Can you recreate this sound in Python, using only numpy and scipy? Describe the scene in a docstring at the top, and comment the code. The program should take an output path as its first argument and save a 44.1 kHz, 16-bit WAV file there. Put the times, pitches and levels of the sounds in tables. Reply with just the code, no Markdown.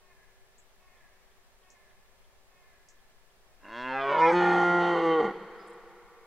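"""A woodland clearing: a red deer stag roars once, and the forest rings on. Uneven vocal-fold pulses and turbulent
puffs ring moving throat resonances: a low pulsing groan climbs in pitch while the stretching neck pulls the
resonances down, then a long harsh hold and a rattling collapse, followed by a soft hiss. Around it: a far crow-like
bird of gliding harmonics, a small bird's swept chips, an insect's rows of clicks, narrow noise ticks, wavering
hum tones, and still air of shaped noise."""
import sys
import numpy as np
from scipy import signal
from scipy.fft import rfft, irfft
from scipy.io import wavfile
from scipy.ndimage import uniform_filter1d, map_coordinates

SR = 44100
rng = np.random.default_rng(int(sys.argv[2]) if len(sys.argv) > 2 else 0)


def waveform_to_disk(signal):
    """Save audio, clipped to [-1, 1], as 16-bit WAV at the path in sys.argv[1]."""
    frames = np.transpose(np.atleast_2d(signal))
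    scaled = np.clip(frames, -1, 1) * 32767
    samples = np.round(scaled).astype(np.int16)
    wavfile.write(sys.argv[1], SR, samples)


N = 276116
TIME = np.arange(N) / SR
SIDES = np.array([[1], [-1]])  # left, right

# The effort of the roar. Each row: time in seconds, level in dB, edge in dB, rasp in dB.
# Edge and rasp are the two upper ranges of the voice, relative to the level.
EFFORT = [(3.58, -63, -16, -20), (3.636, -56, -21.5, -25), (3.648, -49.5, -24, -32),
          (3.685, -48, -19, -34.5), (3.73, -42, -15.5, -31), (3.78, -38.5, -12.5, -32.5),
          (3.9, -33.5, -18.5, -42), (3.98, -29.5, -25, -44), (4.015, -30.5, -14.5, -46),
          (4.06, -29, -23, -42), (4.115, -25.5, -20, -39.5), (4.165, -24, -24.5, -44.5),
          (4.205, -21.5, -21.5, -35.5), (4.228, -17.5, -34, -41), (4.29, -19, -23, -36.5),
          (4.322, -22.5, -30.5, -34), (4.364, -22, -18.5, -38.5), (4.642, -22.5, -24.5, -36),
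          (4.785, -23, -25.5, -39.5), (4.83, -23.5, -20, -37), (5.026, -26, -21, -39),
          (5.064, -22.5, -26, -40.5), (5.138, -23, -19, -44.5), (5.178, -23.5, -30, -46),
          (5.205, -22, -25, -41), (5.216, -25, -25.5, -45), (5.238, -29, -28, -38.5),
          (5.253, -25.5, -23.5, -38), (5.28, -31.5, -24.5, -43), (5.316, -34.5, -24, -43),
          (5.335, -47, -27, -33)]
# the voice collapses: the mouth falls partly open again and the slack folds thud
COLLAPSE_S, COLLAPSE_RAMP_S = 5.203, 0.008


def undb(db):
    """Decibels to gain."""
    return 10 ** (np.asarray(db) / 20)


def unit(x):
    """Scale to rms 1."""
    return x / np.sqrt(np.mean(x ** 2) + 1e-30)


def curves(table, at=TIME):
    """The columns of a table, joined by straight lines in time."""
    s, *columns = np.transpose(table)
    return np.array([np.interp(at, s, column) for column in columns])


def across(points, hz):
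    """A (Hz, value) table read on a log-frequency axis."""
    f, value = np.transpose(points)
    return np.interp(np.log(hz + 1e-6), np.log(f), value)


def ramp(when, start, length):
    """A straight rise from 0 to 1."""
    return np.clip((when - start) / length, 0, 1)


def causal(gain):
    """The minimum-phase response with this magnitude: it rings after a pulse, never before."""
    cepstrum = irfft(np.log(gain + 1e-9))
    half = cepstrum.shape[-1] // 2
    cepstrum[..., 1:half] *= 2
    cepstrum[..., half + 1:] = 0
    return np.exp(rfft(cepstrum))


def colour(x, points, size=2048):
    """Filter by a (Hz, dB) spectrum."""
    gain = undb(across(points, np.fft.rfftfreq(size, 1 / SR)))
    return signal.fftconvolve(x, irfft(causal(gain)))[:len(x)]


def walk(rate):
    """Random levels held 1 / rate s and slewed twice; rms 1."""
    hold = max(int(SR / rate), 1)
    steps = np.repeat(rng.standard_normal(N // hold + 1), hold)
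    slewed = uniform_filter1d(uniform_filter1d(steps, hold), hold)
    return unit(slewed[:N])


def steady(x, size=1100):
    """Hold the running rms at 1."""
    power = uniform_filter1d(uniform_filter1d(x ** 2, size), size)
    return x / np.sqrt(np.abs(power) + 1e-6 * np.mean(x ** 2))


def air(level_db=-60, rumble_pan_db=2):
    """A soft woodland hush over a low rumble that leans to the left, both from coloured noise."""
    # The colour of still air. Each row: frequency in Hz, relative level in dB per Hz.
    air_colour = [(20, 21), (35, 4), (55, 6.5), (80, 3), (110, -2), (170, -4), (240, -4), (295, -12),
                  (370, -2.5), (600, -0.5), (1000, -3.5), (1400, -5.5), (1750, -6), (2500, -8), (5000, -12),
                  (15000, -19)]
    # How alike the two ears hear it. Each row: frequency in Hz, correlation from -1 to 1.
    ear_likeness = [(40, 0.00026), (130, 0.56), (290, 0.78), (640, 0.75), (1410, 0.25), (3100, -0.13),
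                    (6800, -0.38), (15000, -0.16)]
    hz = np.fft.rfftfreq(N, 1 / SR)
    alike = np.clip(across(ear_likeness, hz), -1, 1)
    mid, side = rfft(rng.standard_normal((2, N)))
    lean = SIDES * across([(40, rumble_pan_db), (150, 0.0077)], hz)
    both_ears = mid * np.sqrt(1 + alike) + SIDES * side * np.sqrt(1 - alike)
    hush = irfft(both_ears * undb(across(air_colour, hz) + lean), N)
    return unit(hush) * undb(level_db)


def hum(waver=0.0024, flutter_db=2, trim_db=-2):
    """Faint tones from far away: sines that waver slowly in pitch and level."""
    # The hum's tones. Each row: frequency in Hz, rms level in dB ahead of the trim.
    hum_tones = [(382.2, -75.5), (613.7, -82.5)]
    out = np.zeros(N)
    for hz, db in hum_tones:
        gain = undb(db + trim_db + flutter_db * walk(4.0))
        phase = 2 * np.pi * np.cumsum(hz * (1 + waver * walk(6.3))) / SR
        out += gain * np.sqrt(2) * np.sin(phase)
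    return out


def ticks(ring_hz=3300, attack_s=0.0027, t60=0.11):
    """Faint dry ticks among the trees, each a brief burst of narrow noise."""
    # The ticks. Each row: time in seconds, level in dB.
    tick_hits = [(.69, -72), (.97, -68), (1.31, -70), (1.63, -71), (1.895, -68), (2.06, -73), (2.24, -70),
                 (2.99, -72), (3.3, -71)]
    strikes = np.zeros(N)
    for s, db in tick_hits:
        decay = undb(-60 * np.maximum(TIME - s, 0) / t60)
        strikes += undb(db) * ramp(TIME, s, attack_s) * decay
    band = [(.7 * ring_hz, -30), (.92 * ring_hz, 0), (1.08 * ring_hz, 0), (1.3 * ring_hz, -30)]
    return strikes * unit(colour(rng.standard_normal(N), band))


def insect(tooth_hz=330, tooth_share=0.45):
    """Short strokes of a toothed file: rows of tiny high clicks."""
    # The strokes. Each row: start in seconds, length in seconds, level in dB ahead of the colouring.
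    rattle_strokes = [(5.673, 0.014, -56), (5.694, 0.016, -59), (5.728, 0.015, -62)]
    strokes = np.zeros(N)
    for start, length, db in rattle_strokes:
        strokes += undb(db) * ((TIME >= start) & (TIME < start + length))
    teeth = unit(np.exp(-(TIME * tooth_hz % 1) / tooth_share) * rng.standard_normal(N))
    return colour(strokes * teeth, [(5500, -31), (7200, -2.0), (10000, -1.0), (11800, -28)])


def hiss(start_s=5.53, attack_s=0.065, level_db=-68.5, fade_db_per_s=20):
    """A faint rush of coloured noise after the roar, which swells once and fades."""
    spectrum = [(1500, -14), (2600, -1.0), (3800, -3.0), (5100, -5.5), (5700, -17.0), (9000, -30)]
    rush = colour(rng.standard_normal(N), spectrum)
    age = np.maximum(TIME - start_s, 0)
    return unit(rush) * np.minimum(age / attack_s, 1) * undb(level_db - fade_db_per_s * age)


def diffuse(size):
    """Noise arriving from all around: two close-set microphones tell reflections apart only in the treble."""
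    # Width of the reflections. Each row: frequency in Hz, side minus mid in dB.
    reflection_width = [(150, -22), (400, -27.5), (1000, -19), (2000, -5), (4000, -7)]
    mid, side = rng.standard_normal((2, size))
    return mid + colour(side, reflection_width) * SIDES


def scatter(x, t60):
    """Dense reflections from ground, leaves and nearby trunks; two channels."""
    response = diffuse(SR) * undb(-60 * TIME[:SR] / t60)
    return signal.fftconvolve(x[None], unit(response) / np.sqrt(SR), axes=1)[:, :N]


def forest(x, build_s=0.0036, size=131072):
    """Countless trunks send the sound back for seconds; the middle range lasts longest."""
    # The forest's answer by band. Each row: centre in Hz, level in dB, time to fall 60 dB in seconds.
    echo_bands = [(110, -6, 1.7), (198, 9, 2.2), (306, 2, 0.66), (345, 6.5, 2.34), (400, 9.5, 2.8),
                  (504, 1.5, 2.88), (690, 1, 3.4), (820, -2, 3.5), (1143, -0.5, 4.35), (1240, 2.5, 4.8),
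                  (1420, -5, 4.16), (1640, 5.5, 4.23), (1940, 3, 3), (2290, 3.5, 4.4), (2960, 5, 2.3),
                  (4700, 13.5, 2.1), (9000, 0.5, .6)]
    t, hz = TIME[:size], np.fft.rfftfreq(size, 1 / SR)
    spectrum = rfft(diffuse(size))
    centres = np.array(echo_bands)[:, 0]
    response = 0
    # each row of the identity matrix opens one band and crossfades into its neighbours
    for (_, db, t60), own in zip(echo_bands, np.eye(len(echo_bands))):
        band = irfft(spectrum * across(np.c_[centres, own], hz))
        response = response + band * undb(db - 60 * t / t60)
    response = response * (1 - np.exp(-t / build_s)) / np.sqrt(SR)
    # moving air keeps changing the long paths, which blurs the pitch of the echoes
    drift_s = .0011 * walk(25)
    blurred = map_coordinates(x, [(TIME + drift_s) * SR], order=3)
    return signal.fftconvolve(blurred[None], response, axes=1)[:, :N]


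def far_bird(spread=0.75, flutter_db=2.5, fall=.125, hoarseness=.03):
    """Nasal calls that sag in pitch and turn hoarse; the lowest harmonics lead and the higher ones swell after."""
    # The calls. Each row: start in seconds, length in seconds, starting pitch in Hz, rms level in dB.
    caw_calls = [(0.01, 0.24, 370, -69), (0.8, 0.29, 371.6, -68.5), (1.612, 0.3, 374, -69.5),
                 (2.492, .32, 368.7, -70), (3.415, 0.33, 371, -78)]
    # The harmonics. Each row: multiple of the pitch, level in dB, moment of the peak as a share of the call.
    caw_partials = [(2, 0, 0.05), (3, 3, 0.02), (4, -11, 0.3), (5, 3, 0.68), (6, -0.5, 0.63), (7, -3, 0.17)]
    out, wobble = np.zeros(N), hoarseness * walk(110)
    flutter = undb(flutter_db * walk(160))
    for start, length, hz, db in caw_calls:
        now = (TIME >= start) & (TIME < start + length)
        u = (TIME[now] - start) / length
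        phase = 2 * np.pi * np.cumsum(hz * (1 + (wobble[now] - fall) * u ** 1.2)) / SR
        call = 0
        for multiple, partial_db, peak in caw_partials:
            swell = np.exp(-((u - peak) / spread) ** 2)
            call = call + undb(partial_db) * swell * np.sin(multiple * phase)
        envelope = np.abs(np.sin(np.pi * u)) ** 0.086  # nearly square
        out[now] += undb(db) * unit(call * flutter[now] * envelope)
    return out


def small_bird():
    """Each note is one rising whistle; the sharp chips are flicked upward within a few milliseconds."""
    # The notes. Each row: start in seconds, sweep length in seconds, from Hz, to Hz, peak level in dB.
    chip_sweeps = [(0.581, 0.004, 5940, 8050, -57), (0.584, 0.0064, 6800, 8200, -57),
                   (1.701, 0.0049, 4800, 8250, -52), (2.886, 0.004, 4730, 8400, -50),
                   (5.569, .12, 4890, 5160, -70)]
    out = np.zeros(N)
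    for start, length, low_hz, high_hz, db in chip_sweeps:
        now = (TIME >= start) & (TIME < start + length)
        u = (TIME[now] - start) / length
        phase = 2 * np.pi * np.cumsum(low_hz + (high_hz - low_hz) * u) / SR
        out[now] += undb(db) * np.sin(phase) * np.sqrt(np.abs(np.sin(np.pi * u)))
    return out


def stretched(rest, full, when=TIME, lag=1):
    """A quantity that moves from its resting value to its full one as the neck stretches."""
    # The neck stretches and the larynx sinks, then eases a little. Each row: time in seconds, stretch from 0 to 1.
    neck_stretch = [(3.7, 0.01), (3.88, 0.05), (4.05, 0.52), (4.2, 0.78), (4.3, 0.92), (4.42, .98),
                    (4.6, 1), (4.9, 0.99), (5.08, 0.99)]
    return rest + (full - rest) * np.clip(curves(neck_stretch, when)[0], 0, 1) ** lag


def roughness(attack_s=0.026, release_s=0.036):
    """The folds tip quickly into each harsh bout and settle again after it."""
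    # Bouts of uneven beating. Each row: start in seconds, length in seconds, roughness from 0 to 1.
    rough_bouts = [(3.552, 0.12, 0.6), (4.047, 0.055, 0.11), (4.113, 0.024, 0.8), (4.152, .035, 0.2),
                   (4.284, 0.024, 0.4), (4.389, 0.233, 0.22), (4.642, 0.15, 0.07), (4.785, 0.12, 0.12),
                   (4.926, 0.062, 0.24), (5.189, 0.16, 0.97)]
    # between the bouts the folds stay a little uneven: at rest, and stretched
    rough = stretched(0.019, 0.041)
    for start, length, peak in rough_bouts:
        rise = (TIME - start) / attack_s
        fall = 1 - (TIME - start - length) / release_s
        rough = np.maximum(rough, peak * np.clip(np.minimum(rise, fall), 0, 1))
    return np.clip(rough, 0, 1)


def folds(rough, order=8):
    """One sharp pulse each time the folds close, uneven in time and size when rough; also the cycle's phase."""
    # The pitch of the vocal folds. 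Each row: time in seconds, pitch in Hz.
    fold_pitch = [(3.62, 95.26), (3.658, 98.6), (3.69, 108), (3.71, 110.3), (3.798, 124), (3.9, 130.6),
                  (3.955, 134.6), (4.09, 138.8), (4.146, 150.8), (4.208, 161.6), (4.264, 164.9),
                  (4.35, 177.1), (4.522, 176), (4.778, 174.6), (4.906, 173.6), (4.994, 168.1),
                  (5.152, 160.7), (5.178, 157.3), (5.21, 152.8), (5.26, 122), (5.33, 91.83)]
    # a slower second vibration growls in the rough folds: rate as a share of the pitch, wander in turns per cycle
    growl_ratio, growl_wander = .365, 0.03996
    # its sway of force (log gain) and timing (cycles) at full roughness; and the random scatter of force
    growl_force, growl_timing, force_scatter = 0.49, 0.092, 0.26
    hz, = curves(fold_pitch)
    turns = np.cumsum(hz) / SR
    at = np.interp(np.arange(2, int(turns[-1]) - 1), turns, np.arange(N))  # closing moments in samples
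    unrest, period = rough[at.astype(int)], SR / hz[at.astype(int)]
    timing_chance, force_chance, growl_chance = rng.standard_normal((len(at), 3)).T
    growl = 2 * np.pi * np.cumsum(growl_ratio + growl_wander * growl_chance)
    at = at + growl_timing * unrest * np.sin(growl) * period
    # the timing holds until the folds tip into chaos
    jitter = .0015 + .014 * unrest + .16 * unrest ** 4
    at = at + jitter * timing_chance * period
    size = np.exp(unrest * (force_scatter * force_chance + growl_force * np.cos(growl)))
    # windowed sincs place the pulses between samples
    taps = at.astype(int)[:, None] + np.arange(-order, order + 1)
    offset = taps - at[:, None]
    shape = np.sinc(offset) * np.cos(np.pi * offset / (2 * order + 2)) ** 2
    pulses = np.bincount(np.clip(taps, 0, N - 1).ravel(), (shape * size[:, None]).ravel(), N)
    return unit(pulses), turns % 1


def dispersed(x, lag_s=.0022, knee_hz=1100):
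    """Each pulse opens with its bass and ends with its treble, so it is a short smear, not a spike."""
    hz = np.fft.rfftfreq(N, 1 / SR)
    lag = lag_s * (1 - np.exp(-hz / knee_hz))
    return irfft(rfft(x) * np.exp(-2j * np.pi * np.cumsum(lag) * SR / N), N)


def smeared(x, share, t60=.04, size=4096):
    """As the head tips up and away, this share arrives by many short paths, blurring pulses but keeping colour."""
    noise = rng.standard_normal(size) * undb(-60 * TIME[:size] / t60)
    paths = rfft(np.roll(noise, size // 2))
    blur = signal.fftconvolve(x, irfft(paths / np.abs(paths)), mode="same")
    share = np.clip(share, 0, 1)
    return np.sqrt(1 - share) * x + np.sqrt(share) * blur


def gliding(x, shape, size=256):
    """Filter the roar piece by piece with a gain shape(times, Hz) that moves."""
    length = size * 16
    first, last = int(EFFORT[0][0] * SR) - 2 * size, int(EFFORT[-1][0] * SR) + 8 * size
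    starts = np.arange(first, last, size)
    gain = shape((starts + size) / SR, np.fft.rfftfreq(length, 1 / SR))
    pieces = x[starts[:, None] + np.arange(2 * size)] * signal.get_window("hann", 2 * size)
    out = np.zeros(N)
    for start, ring in zip(starts, irfft(rfft(pieces, length) * causal(gain))):
        out[start:start + length] += ring
    return out


def resonances(table, when, hz):
    """A group of resonances: they sink as the neck stretches, and the mouth shifts their balance."""
    # the mouth gapes briefly at the loudest moment and lifts the resonances by this share for each unit of lag
    gape_s, gape_length_s, gape_ramp_s, gape_lift = 4.203, 0.118, 0.011, 0.04
    # the throat goes on shifting early in the hold, then settles
    settle_s, settle_length_s = 4.44, 0.26
    # the mouth narrows toward the end of the roar; the collapse undoes a share of that
    closing_s, closing_length_s, reopen_share = 4.87, 0.09, 0.5
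    when = when[:, None]
    slack = stretched(1.39, 0.8, when)  # width factor: the resonances narrow as the neck stretches
    hold = ramp(when, gape_s + gape_length_s - gape_ramp_s, gape_ramp_s)
    gape = ramp(when, gape_s, gape_ramp_s) - hold
    reopened = reopen_share * ramp(when, COLLAPSE_S, COLLAPSE_RAMP_S)
    narrow = ramp(when, closing_s, closing_length_s) * (1 - reopened)
    early = hold * (1 - ramp(when, settle_s, settle_length_s))
    gain = 0
    for (rest_hz, full_hz, lag, width, rest_db, full_db,
         gape_db, hold_db, closing_db, early_hz, early_db) in table:
        sunk_hz = np.exp(stretched(np.log(rest_hz), np.log(full_hz), when, lag))
        centre = sunk_hz * (1 + gape_lift * lag * gape) + early_hz * early
        db = stretched(rest_db, full_db, when, lag) + gape_db * gape + hold_db * hold
        db = db + closing_db * narrow + early_db * early
        gain = gain + undb(db) / (1 + (2 * (hz - centre) / (width * slack)) ** 2)
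    return gain


def throat(when, hz):
    """The main resonances over a fixed chest tone, radiated by the mouth; the bass lifts as the folds go slack."""
    # Throat and mouth resonances; those with a larger lag sink later in the stretch. Each row: Hz at rest,
    # Hz stretched, lag exponent, width in Hz ahead of the slack factor, dB at rest, dB stretched,
    # dB gained in the gape, dB gained from the hold on, dB gained as the mouth narrows,
    # Hz gained early in the hold, dB gained early in the hold.
    throat_rings = [(283, 213, 0.52, 57, 5.5, -13.5, -8.5, 7.5, -5.5, 2.5, 3.5),
                    (620, 322.6, 0.79, 81, -7.5, -12.5, 3, 6.5, -0.5, 8, 1.5),
                    (1064, 464, 0.8, 75.5, -3, -1, 0, -9, 8, 6.5, -4.5),
                    (1492, 780, 1.33, 140, -1.5, -4.5, 2.5, -1.5, -6.5, 15.5, -1.5),
                    (1683, 1115, 2.15, 130, 4.5, -12, 2, -2, 6.5, 55.5, 0),
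                    (2070, 1408, 2.4, 66, -5, -6, 4, 6.5, -5, -4.5, -0.5),
                    (2782, 1893, 1.25, 176, -16.5, -9.5, 3.5, 0, 1, -100, 5.5),
                    (3590, 2110, 1.2, 45, -30, -18, 10.5, 3, 0, 7.5, 3.5)]
    # How well the mouth radiates. Each row: frequency in Hz, gain in dB.
    mouth_gain = [(60, -16), (120, 1), (170, -3), (260, -3), (400, 8), (700, 5.5), (960, 9), (1200, 2),
                  (1700, -6.5), (2800, 7), (4500, -45.5)]
    chest_hz, chest_width_hz, chest_db = 197.7, 31, -4.5
    collapse_bass_db, collapse_bass_hz = 2.5, 190
    chest = undb(chest_db) / (1 + (2 * (hz - chest_hz) / chest_width_hz) ** 2)
    collapse = ramp(when[:, None], COLLAPSE_S, COLLAPSE_RAMP_S)
    bass_db = collapse_bass_db * collapse / (1 + (hz / collapse_bass_hz) ** 2)
    return (chest + resonances(throat_rings, when, hz)) * undb(across(mouth_gain, hz) + bass_db)


def upper(table, wander_share=.008, flutter_db=3.0, settled_share=0.25):
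    """High resonances that each wander and flutter with tongue and lips, and settle once the neck is stretched."""
    def shape(when, hz):
        def unrest():
            amount = stretched(0.98, settled_share, when, lag=6.9)
            return (np.interp(when, TIME, walk(32)) * amount)[:, None]

        gain = 0
        for row in table:
            wandering = resonances([row], when, hz * (1 + wander_share * unrest()))
            gain = gain + wandering * undb(flutter_db * unrest())
        return gain
    return shape


def stag(turbulence=3.14, open_share=1.0, turbulent_limit=0.28):
    """Pulses and a puff of turbulent air in every cycle ring the throat."""
    # Upper resonances of the throat. Each row: Hz at rest, Hz stretched, lag exponent, width in Hz ahead of the
    # slack factor, dB at rest, dB stretched, dB gained in the gape, from the hold on, and as the mouth narrows,
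    # then Hz and dB gained early in the hold.
    edge_rings = [(2720, 2430, 0.72, 260, -2, -14.5, 8, 3, -3, -30.5, 10),
                  (3310, 2780, 1.1, 140, 2.5, 1.5, -12.5, -6.5, 0, 148.5, -2),
                  (3780, 3080, .8, 96, -6.5, 3.5, -7.5, -1, 0, 132.5, -3),
                  (4150, 3330, 1.1, 210, -11, -11, 2, 3, -9, 58, -3.5),
                  (4500, 3780, 0.84, 280, -14, -14, 2.5, 5, -2.5, -50.5, -3.5),
                  (5400, 4220, 1.3, 380, -22, -19, 1.5, 7, -2.5, 0, 2)]
    # The highest resonances. Each row: the same columns and units as the upper resonances.
    rasp_rings = [(5600, 4600, 1.5, 540, 1.5, -5, -4.5, 6, 0.98, 203, -4),
                  (6500, 4950, 1.4, 460, -4.5, -6.5, 11, -4, 0, 150, 4),
                  (7100, 5940, 0.81, 750, -6, -1.5, -8, 2.5, -2, 153, -0.5),
                  (7900, 6850, 0.96, 710, -18, -8, -5.5, 3, -1, -200, 4),
                  (9000, 7900, 1, 1000, -26, -15, 0, 3.5, 0, -0.5, 3),
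                  (10500, 9400, 0.9, 900, -31, -23, -9.5, 7.5, 1, 0, -4)]
    rough = roughness()
    level_db, edge_db, rasp_db = curves(EFFORT)
    pulses, phase = folds(rough)
    # turbulence stops growing beyond the limit of roughness
    puffs = np.minimum(rough, turbulent_limit) * unit(np.exp(-phase / open_share) * rng.standard_normal(N))
    puff_colour = [(100, -14), (350, -9), (600, -6), (820, 3), (1300, -2), (2000, 1), (3000, 4), (6000, 4)]
    flow = dispersed(pulses + turbulence * colour(puffs, puff_colour))
    body = steady(gliding(flow, throat))
    # share of each upper range that arrives smeared: at rest, and stretched
    edge = steady(gliding(smeared(flow, stretched(.15, 0.48)), upper(edge_rings)))
    rasp = steady(gliding(smeared(flow, stretched(.25, .92)), upper(rasp_rings)))
    sounding = np.interp(TIME, [3.58, 3.645, 5.3, 5.345], [0, 1, 1, 0])
    return sounding * undb(level_db) * (body + undb(edge_db) * edge + undb(rasp_db) * rasp)


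def scene():
    """The stag stands almost straight ahead; the birds are deep among the trees."""
    roar, caws, chips = stag(), far_bird(), small_bird()
    # the upper range of the roar favours the right side a little: (Hz, dB)
    lean = [(600, .05), (1300, 0.67), (4000, .5)]
    direct = np.array([colour(roar, [(hz, -way * db) for hz, db in lean]) for way in SIDES[:, 0]])
    deer = direct + undb(-20) * scatter(roar, t60=0.57) + undb(-12) * forest(roar)
    far = caws + undb(-3) * scatter(caws, t60=0.93) + undb(3) * forest(caws)
    small = undb(-2) * chips + undb(0.5) * scatter(chips, t60=0.16)
    return deer + far + small + hiss() + insect() + ticks() + hum() + air()


def record(dry, top_hz=15700):
    """The recorder cuts the top with a steep low-pass."""
    return signal.sosfilt(signal.ellip(10, .1, 80, top_hz, fs=SR, output="sos"), dry)


dry = scene()
out = record(dry)
waveform_to_disk(out)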